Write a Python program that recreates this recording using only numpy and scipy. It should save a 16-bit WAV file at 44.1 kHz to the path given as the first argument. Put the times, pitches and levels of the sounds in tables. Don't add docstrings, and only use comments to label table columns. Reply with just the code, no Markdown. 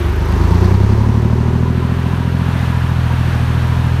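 import sys
import numpy as np
from scipy import signal
from scipy.fft import rfft, irfft
from scipy.io import wavfile
from scipy.ndimage import uniform_filter1d, minimum_filter1d

SR = 44100
rng = np.random.default_rng(int(sys.argv[2]) if len(sys.argv) > 2 else 0)


def to_wav(sig):
    pcm = np.clip(np.atleast_2d(sig), -1, 1) * 32767
    pcm = np.round(pcm).astype(np.int16)
    wavfile.write(sys.argv[1], SR, pcm.T)


N = 176400
TIME = np.arange(N) / SR

# t/s, speed/rpm
ENGINE_SPEED = [(0.0, 976.1), (0.24, 1003.1), (0.32, 1024.8), (0.42, 1082.7), (0.63, 1215.4),
                (0.73, 1275.9), (0.99, 1424.4), (1.2, 1508.1), (1.51, 1616.3), (1.75, 1659.4),
                (2.0, 1685.6), (2.47, 1708.0), (2.75, 1674.1), (3.04, 1634.5), (3.5, 1634.7), (4.0, 1655.7)]
# angle/deg, throb level/dB, bark level/dB, honk level/dB
CYLINDERS = [(20.2, -0.5, -3, 7.5), (95.7, -4, -6, -2.5), (253.34, 1.93, 2, 7.5), (330.6, -0.5, 1, -12),
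             (498.2, 2.1, 8, -1), (576.3, 0, -1.5, -19)]
# t/s, level/dB
ENGINE_LOAD = [(0, -1), (.22, -2.5), (.35, -0.6), (.65, 3), (1, 1), (1.5, -0.1), (2, -1.7), (3, -.5),
               (4, 0.5)]
# f/Hz, level/dB
SILENCER_COLOUR = [(15, -71.5), (27, -55), (34, -15), (41, -83), (50, -15), (62, -22.5), (83, -22.5),
                   (105, -24), (124, -28.5), (140, -33), (165, -36), (205, -42), (250, -48.5), (300, -53),
                   (600, -72), (2000, -105)]
# t/s, level/dB
BARK_LOUDNESS = [(0, -51), (.25, -32.5), (.5, -22.5), (.75, -21.5), (1.1, -19.5), (1.5, -20), (2, -22.5),
                 (2.4, -22.5), (2.9, -27.5), (4, -29.5)]
# f/Hz, level/dB
BARK_COLOUR = [(40, -53.5), (100, -43.5), (150, -8.5), (185, 9.5), (245, 2.5), (295, -20), (345, -12.5),
               (395, -27), (460, -18), (560, -19.5), (800, -29), (980, -17.5), (1300, -33.5), (4000, -95)]
# t/s, level/dB
HONK_LOUDNESS = [(0, -31), (.25, -28), (.6, -26), (1, -28), (1.6, -28.5), (2, -33.5), (2.4, -35.5),
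                 (2.9, -48.5), (4, -54)]
# t/s, level/dB
RASP_LOUDNESS = [(0, -26), (.2, -30.5), (.4, -25.5), (.65, -25), (.9, -28.5), (1.4, -34), (1.9, -35.5),
                 (2.4, -49), (3, -59), (4, -66)]
# f/Hz, level/dB
RASP_COLOUR = [(30, -55), (60, -25), (130, -18), (180, 1), (240, -27), (295, -6), (350, 11), (400, -7),
               (460, -10), (560, -15), (750, -16), (900, -12.5), (1200, -21.5), (2000, -20.5),
               (6000, -43.5)]
# t/s, level/dB
SPIT_LOUDNESS = [(0, -56), (.35, -48.5), (.55, -44), (.66, -41), (.78, -52), (.88, -48), (1.3, -66),
                 (4, -82)]
# f/Hz, level/dB
SPIT_COLOUR = [(1500, -27), (3200, -16), (4400, 0), (6000, -12), (7500, -36), (12000, -37)]
# t/s, level/dB
CLATTER_LOUDNESS = [(0, -32.5), (.2, -28.5), (.3, -24.5), (.45, -24), (.65, -22.5), (.8, -26), (1.1, -27),
                    (1.5, -29), (2.2, -47), (4, -30)]
# f/Hz, level/dB
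CLATTER_COLOUR = [(20, -68), (45, -36), (150, 14), (500, 3), (700, -0.5), (950, 6.5), (1400, -3.5),
                  (2000, -6.5), (3000, -15), (4400, -16), (5000, -19), (6000, -17.5), (7500, -26),
                  (9000, -26.5), (10400, -33), (12000, -30), (15500, -42)]
# t/s, level/dB
RUSH_LOUDNESS = [(0, -27), (.7, -36), (1.4, -35), (1.8, -29), (2.2, -27.5), (2.6, -25.5), (3, -26.5),
                 (3.35, -25), (3.7, -25.5), (4, -28)]
# f/Hz, level/dB
RUSH_COLOUR = [(20, -56), (35, -32), (60, -13), (150, 9), (300, 0.5), (420, -2.5), (550, -4), (750, -2.5),
               (1100, -2), (1650, -3), (2100, -9.5), (2800, -10), (3500, -14), (4400, -18), (4900, -23),
               (5800, -23.5), (7500, -29.5), (8800, -28), (9700, -28), (10400, -34), (11500, -30),
               (12600, -31.5), (15500, -41)]
# t/s, f/Hz, level/dB
STEEL_PINGS = [(.39, 925, -48), (.49, 930, -23.5), (.525, 907, -24), (1.042, 975, -23.5),
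               (1.662, 1010, -24.5), (1.832, 1010, -25), (2.132, 1010, -26), (2.222, 940, -26.5),
               (2.399, 970, -26.5), (2.73, 954, -25), (2.89, 1016, -30), (3.111, 950, -25),
               (3.76, 1010, -29)]
# t/s, level/dB
CRICKET_LOUDNESS = [(0, -53), (.6, -59.5), (.9, -68), (1.5, -73), (2.5, -61), (4, -60)]


def firings(uneven_db=0.31):
    cycles = np.cumsum(curve(ENGINE_SPEED)) / 120 / SR
    clicks = np.zeros((3, N))
    for angle, *strength_db in CYLINDERS:
        fires_at = np.flatnonzero(np.diff(np.floor(cycles - angle / 720)))
        clicks[:, fires_at] += amp(strength_db)[:, None]
    return clicks * amp(uneven_db * rng.standard_normal(N))


def throb(clicks, level_db=-13):
    pushes = clicks * amp(curve(ENGINE_LOAD))
    return amp(level_db) * unit(colour(pushes, SILENCER_COLOUR))


def bark(clicks):
    return amp(curve(BARK_LOUDNESS)) * unit(colour(clicks, BARK_COLOUR))


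def honk(clicks):
    return amp(curve(HONK_LOUDNESS)) * unit(resonate(clicks, hz=385.6, width_hz=74))


def rasp(clicks):
    gas = puffs(clicks, seconds=0.0045)
    return amp(curve(RASP_LOUDNESS)) * unit(colour(gas, RASP_COLOUR))


def spit(clicks):
    gas = puffs(clicks, seconds=0.0078)
    return amp(curve(SPIT_LOUDNESS)) * unit(colour(gas, SPIT_COLOUR))


def ring(clicks, level_db=-44):
    shaking = puffs(clicks, seconds=0.0045)
    return amp(level_db) * unit(resonate(shaking, hz=972, width_hz=74))


def clatter(clicks, beat_depth=0.033, ticks_per_s=20, tick_db=-17.5):
    beat = 1 + beat_depth * unit(fade(clicks, seconds=0.0045))
    taps = (rng.random(N) < ticks_per_s / SR) * rng.uniform(0.57, 1, N)
    noise = unit(beat * rng.standard_normal(N))
    ticks = amp(tick_db) * unit(puffs(taps, seconds=0.0078))
    return amp(curve(CLATTER_LOUDNESS)) * unit(colour(noise + ticks, CLATTER_COLOUR))


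def rush(sway_db=0.5):
    noise = unit(colour(rng.standard_normal(N), RUSH_COLOUR))
    return amp(curve(RUSH_LOUDNESS) + sway_db * sway(rate_hz=3)) * noise


def pings(rise_s=0.0087, fall_s=0.018, wobble_cycles=0.11):
    out = np.zeros(N)
    wobble = wobble_cycles * sway(rate_hz=38)
    for peak_s, hz, db in STEEL_PINGS:
        t = TIME - peak_s
        shape = np.exp(-(np.minimum(t, 0) / rise_s) ** 2 - np.maximum(t, 0) / fall_s)
        out += amp(db) * shape * np.sin(2 * np.pi * (hz * t + wobble + rng.random()))
    return out


def cricket(hz=12000, width_hz=860, strokes_per_s=31):
    f = np.fft.rfftfreq(N, 1 / SR)
    band = np.exp(-.5 * ((f - hz) / width_hz) ** 2)
    wing = irfft(rfft(rng.standard_normal(N)) * band, N)
    strokes = np.cos(np.pi * strokes_per_s * TIME) ** 4
    return amp(curve(CRICKET_LOUDNESS)) * unit(wing * strokes)


def amp(db):
    return 10 ** (np.asarray(db) / 20)


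def unit(x):
    return x / np.sqrt(np.mean(x ** 2) + 1e-20)


def curve(points):
    return np.interp(TIME, *np.transpose(points))


def colour(x, points):
    hz, db = np.transpose(points)
    f = abs(np.fft.fftfreq(16384, 1 / SR))
    log_gain = np.log(amp(np.interp(np.log(f + 1), np.log(hz), db)))
    response = np.fft.ifft(np.exp(np.conj(signal.hilbert(log_gain)))).real
    return signal.fftconvolve(x, response[:len(f) // 2])[:N]


def resonate(x, hz, width_hz):
    pole = np.exp((2j * np.pi * hz - np.pi * width_hz) / SR)
    return signal.lfilter([1], np.poly([pole, pole]), x).real


def sway(rate_hz):
    f = np.fft.rfftfreq(N, 1 / SR)
    slow_band = np.exp(-(f / rate_hz) ** 2) * (f > 0)
    return unit(irfft(rfft(rng.standard_normal(N)) * slow_band, N))


def fade(clicks, seconds):
    return signal.lfilter([1], [1, -np.exp(-1 / (seconds * SR))], clicks)


def puffs(clicks, seconds):
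    return fade(clicks, seconds) * rng.standard_normal(N)


def scene():
    clicks, bark_clicks, honk_clicks = firings()
    exhaust = throb(clicks) + bark(bark_clicks) + honk(honk_clicks) + rasp(clicks) + spit(bark_clicks)
    metal = ring(clicks) + clatter(clicks) + pings()
    return (exhaust + metal + rush() + cricket())[None]


def record(dry, low_cut_hz=35, high_cut_hz=15700):
    high_pass = signal.butter(4, low_cut_hz, "high", fs=SR, output="sos")
    thinned = signal.sosfiltfilt(high_pass, dry, padtype="even", padlen=8000)
    safe_gain = .99 / np.maximum(abs(thinned), .99)
    smooth_gain = uniform_filter1d(minimum_filter1d(safe_gain, size=200), size=200)
    low_pass = signal.firwin(511, high_cut_hz, window=("kaiser", 9), fs=SR)
    return signal.oaconvolve(thinned * smooth_gain, low_pass[None], "same")


dry = scene()
out = record(dry)
to_wav(out)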